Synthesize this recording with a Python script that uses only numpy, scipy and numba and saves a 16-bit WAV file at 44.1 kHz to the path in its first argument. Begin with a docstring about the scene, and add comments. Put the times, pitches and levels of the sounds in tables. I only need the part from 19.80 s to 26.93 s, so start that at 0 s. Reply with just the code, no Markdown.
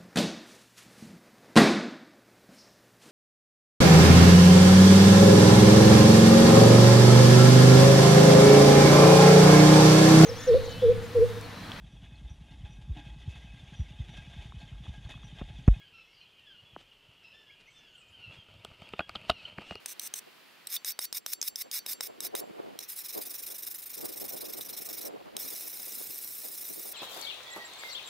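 """Outdoors in woodland, a diamond stone sharpens a steel blade held on a knee.
Single swipes start with a tap, scrape along the edge and leave the blade ringing; then the stone
rubs to and fro, then in quick small circles. Clumped grit noise drives the stone's damped modes;
fading sines make the blade's ring. Banded stereo noise makes the hush of the trees, a low rumble
of moving air and the light wind that flutters on the microphone ports."""
import sys
import numpy as np
from scipy import signal
from scipy.io import wavfile
from numba import njit

SR = 44100
rng = np.random.default_rng(int(sys.argv[2]) if len(sys.argv) > 2 else 0)


def put_to_file(sound):
    """Save the sound as 16-bit audio at rate SR, in the file named by the first command-line argument."""
    columns = np.atleast_2d(sound).T  # one column per channel
    safe = np.clip(columns, -1, 1)
    whole_steps = np.round(safe * 32767)
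    wavfile.write(sys.argv[1], SR, whole_steps.astype(np.int16))


N = 314433
TIME = np.arange(N) / SR  # seconds

# single swipes: (landing [s], lift-off [s], attack [s], held level [dB], catch at the edge's end [dB],
# low blade ring before trim [dB], high blade ring before trim [dB])
SWIPES = [(0.059, 0.133, 0.035, -43, -1, -80, -82), (0.188, 0.276, 0.047, -41.5, 2.5, -80, -83),
          (0.34, 0.393, 0.019, -41, 1.5, -80, -82), (0.879, 0.967, 0.059, -33, -1.5, -56, -63),
          (1.045, 1.122, 0.022, -35, -4.5, -58.5, -80), (1.186, 1.254, .033, -38, 3, -55.5, -61),
          (1.324, 1.383, .028, -37.5, 5, -71, -66), (1.455, 1.537, 0.025, -43.5, 13, -56.5, -55),
          (1.622, 1.685, 0.01, -42.5, 15, -57, -55), (1.76, 1.822, 0.027, -40, 8.5, -58, -59),
          (1.91, 1.992, 0.021, -34, -1.5, -54, -67), (2.053, 2.135, 0.04, -35.5, 0.5, -57, -53.5),
          (2.211, 2.274, .016, -38.5, -0.5, -69, -63), (2.4, 2.475, 0.044, -37, -0.5, -63, -80),
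          (2.548, 2.604, 0.013, -39, 1, -65, -58)]
# damped modes of the hand-held stone against the steel: (resting centre [Hz], width [Hz], level [dB])
STONE_MODES = [(2390, 174, -7), (3925, 195, 0), (5420, 330, 4), (6330, 180, -2.5), (7600, 1550, -8),
               (8590, 213, 6), (10140, 68, 8), (11600, 1250, -0.5), (12680, 84, 11), (14190, 530, 6.5),
               (14530, 220, 6.5), (14400, 220, -22)]
# the same before the blade is turned over: (resting centre [Hz], width [Hz], level [dB])
FIRST_GRIP_MODES = [(2300, 800, -15), (4000, 1400, -2), (5700, 270, 0), (6120, 190, 14), (8540, 1140, 4),
                    (10800, 290, -2), (12300, 530, 1.5), (14900, 540, -2)]
TURN_OVER_S = .6
# effort of circling without lifting: (time [s], level [dB], body against treble before trim [dB])
CIRCLE_EFFORT = [(5.578, -49, -5), (5.597, -37, -6.5), (5.82, -41.5, -7.5), (6.0, -41.3, -9),
                 (6.33, -40.5, -10.5), (6.5, -41, -11.5), (6.78, -41, -10.5), (7.13, -41.5, -9.5)]


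def from_db(db):
    """Decibels to gain."""
    return np.exp(np.asarray(db) * (np.log(10) / 20))


def rms_one(x):
    """Scale to an rms of 1."""
    return x / np.sqrt(np.mean(x ** 2) + 1e-20)


def in_time(rows):
    """Every column of a curve, sample by sample."""
    s, *columns = np.transpose(rows)
    return [np.interp(TIME, s, c) for c in columns]


def at_hz(points, hz):
    """Read a spectrum on a log-frequency axis."""
    point_hz, values = np.array(points).T
    return np.interp(np.log(hz), np.log(point_hz), values)


def drift(rate_hz):
    """Smooth chance with a spread of 1: noise through two slow poles, made at a tenth of the sample rate."""
    r = np.exp(-20 * np.pi * rate_hz / SR)
    noise = rng.standard_normal(N // 10 + 4002)
    slow = signal.lfilter([1], [1, -2 * r, r * r], noise)[4000:]  # drop the filter's start-up
    return np.interp(np.arange(N) / 10, np.arange(len(slow)), rms_one(slow))


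def band(x, low_hz, high_hz, order=2):
    """Butterworth band-pass."""
    edges_hz = [low_hz, min(high_hz, .48 * SR)]
    return signal.sosfilt(signal.butter(order, edges_hz, "band", fs=SR, output="sos"), x)


@njit
def resonate(x, angle, r):
    """Two-pole resonance with a moving centre (radians per sample), gain 1 on top."""
    y = np.zeros(len(x))
    for i in range(2, len(x)):
        driven = (1 - r * r) / 2 * (x[i] - x[i - 2])
        y[i] = driven + 2 * r * np.cos(angle[i]) * y[i - 1] - r * r * y[i - 2]
    return y


def mode(x, hz, width_hz):
    """One damped mode, its centre steady or moving."""
    return resonate(x, 2 * np.pi * hz / SR * np.ones(len(x)), np.exp(-np.pi * width_hz / SR))


def air_noise(colour, likeness, patchy_db, flutter_hz, count):
    """Stereo noise in bands, each with its own flutter and left-right correlation; rms 1."""
    mid, side = np.zeros((2, N))
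    together = drift(flutter_hz)
    edges_hz = np.geomspace(25, colour[-1][0], count + 1)
    white = rng.standard_normal((2, 2, N))
    for k, (low_hz, high_hz) in enumerate(zip(edges_hz, edges_hz[1:])):
        hz = np.sqrt(low_hz * high_hz)
        alike = np.clip(at_hz(likeness, hz), -1, 1)
        flutter = from_db(patchy_db * (together + drift(flutter_hz))) if patchy_db else 1
        noise = band(white[k % 2], low_hz, high_hz) * flutter * from_db(at_hz(colour, hz))
        mid += noise[0] * np.sqrt(1 + alike)
        side += noise[1] * np.sqrt(1 - alike)
    return rms_one(np.array([mid + side, mid - side]))


def hush():
    """The trees' hush: steady-grained noise that slowly changes level."""
    # (time [s], level [dB])
    hush_level = [(0, -56), (.85, -57), (1.05, -59), (1.41, -64.5), (1.75, -63), (2.05, -59.5), (2.5, -59),
                  (2.8, -57.5), (4, -60.5), (5.4, -58), (7.13, -61.5)]
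    # (frequency [Hz], level [dB per Hz])
    hush_colour = [(30, -15), (70, -23), (160, -0.5), (350, 2.5), (700, -0.5), (1200, 1.5), (1700, 1),
                   (2600, 2.5), (4000, -2.5), (5600, -6), (7200, -28), (9000, -14), (11000, -16),
                   (13000, -11.5), (16500, -19)]
    # left-right likeness: (frequency [Hz], correlation [-1 to 1])
    hush_likeness = [(60, -0.6), (200, -0.015), (600, 0.088), (1300, 0.61), (4000, 0.46), (15000, .4)]
    noise = air_noise(hush_colour, hush_likeness, patchy_db=0, flutter_hz=8, count=16)
    return from_db(in_time(hush_level)[0]) * noise


def rumble():
    """Moving air rumbles: patchy low noise, somewhat opposed between the sides."""
    # (time [s], level [dB])
    rumble_level = [(0, -80), (.7, -92), (1.2, -78), (2.5, -81), (3.5, -78), (4.4, -68.5), (5.3, -72),
                    (6.3, -70.5), (7.13, -74)]
    # (frequency [Hz], level [dB per Hz])
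    rumble_colour = [(30, -11), (60, -9), (110, -1), (170, -6), (260, -7)]
    noise = air_noise(rumble_colour, [(30, -0.25), (200, -0.43)], patchy_db=3.6, flutter_hz=11, count=3)
    return from_db(in_time(rumble_level)[0]) * noise


def wind():
    """A swelling breeze with short bell-shaped buffets on top pushes the two ports in opposite senses."""
    # strength of the breeze on the ports: (time [s], level [dB])
    breeze_level = [(0, -59), (.75, -75.5), (1.55, -62), (2.15, -57.5), (2.35, -48.5), (2.62, -48.5),
                    (2.92, -47), (3.18, -70), (3.45, -52.5), (3.9, -60), (4.08, -62.5), (4.2, -45.5),
                    (4.55, -46.5), (5.05, -49), (5.35, -46), (5.85, -51.5), (6.6, -55), (7.13, -50.5)]
    # (frequency [Hz], level [dB per Hz])
    breeze_colour = [(30, -44), (70, -29), (150, -11.5), (280, 1), (500, 2.5), (760, -7), (1100, -14.5),
                     (1600, -20.5), (3400, -48), (6000, -60)]
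    # buffets: (time [s], peak level [dB], standard deviation of the bell [s])
    gusts = [(.48, -51, 0.0091), (1.866, -46.5, 0.017), (2.3, -44, 0.013), (2.453, -44.5, .016),
             (2.545, -33.5, 0.0069), (2.617, -41, 0.027), (2.795, -38.5, 0.015), (3.382, -36, 0.022),
             (3.716, -49.5, 0.017), (4.548, -41.5, .018), (4.636, -40.5, 0.014), (5.272, -41.5, 0.029),
             (6.08, -47, 0.0095), (6.65, -44.5, 0.0078)]
    # a buffet rings the ports in one broad hump: (frequency [Hz], level [dB per Hz])
    gust_colour = [(30, -43), (120, -23), (220, -13.5), (330, 0), (500, 1.5), (700, -5.5), (1100, -15),
                   (1800, -30), (4000, -50)]
    breeze = from_db(in_time(breeze_level)[0]) * air_noise(
        breeze_colour, [(50, -0.21), (300, -0.85), (1500, -0.59)], patchy_db=3.0, flutter_hz=28.7, count=11)
    bells = sum(from_db(db) * np.exp(-.5 * ((TIME - s) / spread_s) ** 2) for s, db, spread_s in gusts)
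    buffets = bells * air_noise(
        gust_colour, [(50, -0.62), (400, -0.82), (1500, -0.68)], patchy_db=1.5, flutter_hz=38, count=12)
    return breeze + buffets


def taps(delay_s=.0017, contact_s=0.0023, ring_share=1.06, energy_s=0.0015, crack_db=-9, low_db=-4,
         low_loss=0.67, side_db=-12):
    """The landing stone gives one sharp snap, chatters for a millisecond or two and rings briefly."""
    # the stone lands on the edge: (time before the delay [s], level [dB], knock above that level [dB],
    # clang of the middle modes above that level [dB])
    landings = [(0.058, -30.5, -13, -3.5), (0.194, -30.5, -32, -4), (0.337, -30, -16, 0.5),
                (0.869, -31.5, -37, -7), (1.045, -30.5, -16.5, -1), (1.189, -27.5, -7, -2),
                (1.325, -31.5, -9, 3), (1.461, -30.5, -10.5, 2), (1.613, -34.5, -24, 11.5),
                (1.625, -33.5, -14, 8.5), (1.756, -33.5, -22, 7), (1.912, -34, -20, 2),
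                (2.061, -31, -12, -2), (2.206, -28, -6, 0), (2.403, -30.5, -18, -3), (2.55, -27, -5, -11),
                (2.988, -33, -21, -2), (5.565, -30, -13, -0.5)]
    out, t = np.zeros(N), TIME[:SR // 40]
    blow = signal.unit_impulse(len(t))
    snap, crack = rms_one(band(blow, 340, 2200)), rms_one(band(blow, 5300, 17000))
    for s, level, knock, clang in landings:
        chatter = rng.choice([-1, 1], len(t)) * np.exp(-(t / contact_s) ** 1.6)
        modes = FIRST_GRIP_MODES if s < TURN_OVER_S else STONE_MODES
        rings = []
        for hz, width_hz, db in modes:
            struck_hz = hz * (1 + 0.024 * rng.normal())
            # a blow is softer than grit, so the highest modes get less of it
            softness = min(1, 8600 / hz) ** 3
            rings.append(from_db(db) * mode(chatter, struck_hz, width_hz * ring_share) * softness)
        rings = np.array(rings)
        # groups 1 to 3 are low, middle and high; modes under 3000 Hz stay silent
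        group = np.searchsorted([3000, 4700, 7200], [row[0] for row in modes])
        hit = from_db(knock) * snap - from_db(crack_db) * crack
        # a landing that favours the middle modes starves the low one
        for k, share_db in enumerate((low_db - low_loss * max(clang, 0), clang, 0)):
            hit += from_db(share_db) * rms_one(rings[group == k + 1].sum(axis=0))
        at = round((s + delay_s) * SR)
        # the level holds for energy_s worth of sound, not for the whole window
        out[at:at + len(t)] += from_db(level) * hit * np.sqrt(energy_s / t[-1])
    # the bounce off the blade's face arrives from the side
    return out + from_db(side_db) * np.roll(out, SR // 900) * [[1], [-1]]


def swipes(attack_power=1.55, catch_lead_s=0.0027, catch_s=0.011, release_s=0.0016, brightens_db=3.5):
    """Each swipe builds pressure, holds, swells or eases just before lift-off and lets go, moving one way."""
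    strength, place = np.zeros((2, N))
    for start, end, attack_s, level, catch, _, _ in SWIPES:
        on = slice(int(start * SR), int((end + .03) * SR))
        t, length = np.maximum(TIME[on] - start, 0), end - start
        attack = np.minimum(t / attack_s, 1) ** attack_power
        release = np.exp(-np.maximum(t - length, 0) / release_s)
        catching = catch * np.exp(-((t - length + catch_lead_s) / catch_s) ** 2)
        strength[on] = attack * release * from_db(level + catching)
        place[on] = 1.17 * np.minimum(t / length, 1) - 1
    # a swipe brightens towards its end
    return strength, -brightens_db * place, place


def grit(grains_per_s, size_db, chatter_db):
    """Diamond grains catch the steel: dense clicks of uneven size, coming in clumps."""
    caught = rng.random(N) < grains_per_s / SR
    sizes = from_db(size_db * np.minimum(rng.exponential(1, N), 3)) * rng.standard_normal(N)
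    clumps = from_db(chatter_db * np.clip(drift(105), -2, 2))
    return rms_one(caught * sizes * clumps)


def notched(x):
    """Five fixed narrow notches thin the scrape."""
    # notches: (centre [Hz], width [Hz])
    notches = [(3160, 435), (4640, 270), (7800, 270), (9330, 250), (12180, 110)]
    for hz, width_hz in notches:
        x = signal.lfilter(*signal.iirnotch(hz, hz / width_hz, fs=SR), x)
    return x


def scrape(modes, motion, hiss_db, slide, wander, glide_db, pressure_db, low_db, glide_hz=11700,
           glide_span=0.157, glide_width_hz=300, side_db=-12.5):
    """Grit drives the stone's modes, which shift as the contact moves; a little hiss comes off the edge."""
    strength, body_db, place = motion
    force = grit(grains_per_s=17000, size_db=0.5, chatter_db=1.83)
    body, treble = np.zeros((2, N))
    for hz, width_hz, db in modes:
        moving_hz = hz * (1 + slide * place + wander * drift(34))
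        ringing = from_db(db) * mode(force, moving_hz, width_hz)
        if hz < 7000:
            # the grip sets how far the lowest modes ring
            body += ringing * from_db(low_db * (hz < 4700))
        else:
            treble += ringing
    # the length of stone beyond the contact sings in a thin, widely gliding band
    edge = grit(grains_per_s=8000, size_db=3.0, chatter_db=4.0)
    treble += from_db(glide_db) * mode(edge, glide_hz * (1 + glide_span * place), glide_width_hz)
    hiss = from_db(hiss_db) * band(edge, 2170, 18500)
    # firm pressure favours the lower modes, light fast contact the treble
    weight = from_db(body_db + pressure_db)
    ringing_stone = (weight * rms_one(body) + rms_one(treble)) / np.sqrt(1 + weight ** 2)
    sound = notched(ringing_stone + hiss)
    # a quieter copy, shifted by a thirtieth of a second and opposite left and right, widens the scrape
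    widening = from_db(side_db) * np.roll(sound, SR // 30) * [[1], [-1]]
    return strength * (sound + widening)


def blade(low_db=11, high_db=6, build_s=0.0076):
    """Freed from the stone, the blade rings on in its own modes, each a fading sine."""
    # free blade: (frequency [Hz], level [dB], time to fade by 60 dB [s])
    blade_modes = [(3720, -2, 0.071), (4505, 2.5, 0.13), (5895, -7, 0.17), (7430, -2.5, 0.35),
                   (8603, 2, 0.053), (10500, 18, 0.046), (12400, 0, 0.073)]
    # the last rub also leaves the blade ringing: (time [s], low ring before trim [dB], high ring before trim [dB])
    last_lift = (5.283, -82, -67)
    out, t = np.zeros(N), TIME[:SR]
    lifts = [(end, low, high) for _, end, *_, low, high in SWIPES] + [last_lift]
    for s, low, high in lifts:
        at = round((s - build_s) * SR)
        for hz, db, t60 in blade_modes:
            level = high + high_db if hz > 7000 else low + low_db
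            envelope = from_db(level + db - 60 * t / t60) * np.minimum(t / build_s, 1)
            out[at:at + SR] += envelope * np.sin(2 * np.pi * (hz * t + rng.random()))
    return out


def snags(low_hz=3700, width_hz=220, low_db=-7, rest_db=-18, rise_s=0.0026, delay_s=0.00118):
    """A snag is a few milliseconds of harder grit that wakes the stone's low mode."""
    # the stone snags on the edge: (time before the delay [s], low mode before trim [dB], rest before trim [dB])
    snag_hits = [(0.961, -35, -46), (3.3727, -62, -32), (4.5715, -51, -32), (4.652, -49.5, -44),
                 (4.734, -51, -46), (4.807, -42.5, -37), (4.895, -51, -29.5), (4.972, -48.5, -43)]
    out, t = np.zeros(N), TIME[:SR // 25]
    swell = t / rise_s * np.exp(1 - t / rise_s)
    for s, low, rest in snag_hits:
        force = rng.standard_normal(len(t)) * swell
        ring = mode(force, low_hz, width_hz)
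        rasp = sum(from_db(db) * mode(force, hz, width) for hz, width, db in STONE_MODES[2:])
        at = round((s + delay_s) * SR)
        out[at:at + len(t)] += from_db(low + low_db) * rms_one(ring)
        out[at:at + len(t)] += from_db(rest + rest_db) * rms_one(rasp)
    return out


def rubs(push_db=0.47, spread_db=1, skew=0.72, turn_share=.1, stop_sharpness=1.1, colour_db=1.5):
    """To and fro: the stone nearly stops at every turn, and the contact travels out and back."""
    # pace, which settles at about 25 strokes a second: (time [s], strokes made [count])
    rub_pace = [(3.0, 0), (3.022, 1), (3.075, 2), (3.234, 4), (3.281, 5), (3.619, 13), (3.979, 22),
                (4.316, 31), (4.6, 38), (5.287, 55)]
    # effort, after a light first touch: (time [s], level [dB], body against treble before trim [dB])
    rub_effort = [(3.03, -44, 5), (3.065, -60, 0), (3.09, -40.5, -10.5), (3.3, -40, -4),
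                  (3.45, -41.5, -8.5), (3.95, -41, -10), (4.08, -44, -10), (4.22, -41, -7.5),
                  (4.75, -42, -8.5), (4.89, -42.5, -6.5), (5.25, -40, -6)]
    made, = in_time(rub_pace)
    level, body_db = in_time(rub_effort)
    stroke = made.astype(int)
    pushing = 2 * (stroke % 2) - 1  # 1 on a push, -1 on a pull
    swing = np.pi * (made - stroke) ** skew  # speed peaks early in each stroke
    speed = turn_share + np.abs(np.sin(swing)) ** stop_sharpness
    # pushes are stronger than pulls, and no two strokes are alike in level or colour
    harder, duller = rng.standard_normal((stroke[-1] + 1, 2))[stroke].T
    uneven_db = push_db * pushing + spread_db * harder
    on = (TIME > rub_pace[0][0]) & (TIME < rub_pace[-1][0])
    strength = on * from_db(level + uneven_db) * speed / np.sqrt(np.mean(speed[on] ** 2))
    return strength, body_db + colour_db * duller, -pushing * np.cos(swing)


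def circles(throb_hz=30.9, throb_db=1.5, throb_wander=0.095):
    """Small circles: the stone never stops, its scrape throbs twice a lap."""
    level, body_db = in_time(CIRCLE_EFFORT)
    lap = np.pi * np.cumsum(throb_hz * (1 + throb_wander * drift(3.1))) / SR  # radians
    return from_db(level + throb_db * np.cos(2 * lap)), body_db, np.sin(lap)


def hand():
    """Strength, body against treble (dB) and place of contact (-1 to 1): for swipes, then for quick work."""
    quick = np.where(TIME < CIRCLE_EFFORT[0][0], rubs(), circles())
    return swipes(), quick


def woodland(x, echo_db, t60):
    """Direct sound and a faint scatter from the ground and the trunks."""
    t = TIME[:SR // 4]
    scatter = rng.standard_normal((2, len(t))) * from_db(-60 * t / t60) * (t > .003)
    echoes = signal.oaconvolve(x, scatter / np.linalg.norm(scatter[0]), axes=1)[:, :N]
    # the direct sound leans slightly to the right
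    return x * from_db([[-.25], [.25]]) + from_db(echo_db) * echoes


def scene():
    """Stone on steel among the trees, with wind on the microphone."""
    air = hush() + rumble() + wind()
    slow, quick = hand()
    first = scrape(FIRST_GRIP_MODES, slow, hiss_db=-4.0, slide=0.022, wander=0.0092, glide_db=-12,
                   pressure_db=-5, low_db=1.0)
    # a long swipe holds the stone steady; in quick rubbing it rocks, and its modes wander
    swiping = scrape(STONE_MODES, slow, hiss_db=-6, slide=0.062, wander=0.021, glide_db=4,
                     pressure_db=-4.5, low_db=-1.5)
    rubbing = scrape(STONE_MODES, quick, hiss_db=-10, slide=0.044, wander=0.041, glide_db=6.0,
                     pressure_db=0.1, low_db=-.5)
    scraping = np.where(TIME < TURN_OVER_S, first, swiping) + rubbing
    steel = scraping + taps() + blade() + snags()
    # the air is a little louder on the right
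    return woodland(steel, echo_db=-14.5, t60=0.048) + air * from_db([[-.45], [.45]])


def record(dry):
    """The top is cut steeply by an elliptic low-pass at 15650 Hz."""
    return signal.sosfilt(signal.ellip(10, .2, 70, 15650, fs=SR, output="sos"), dry)


dry = scene()
out = record(dry)
put_to_file(out)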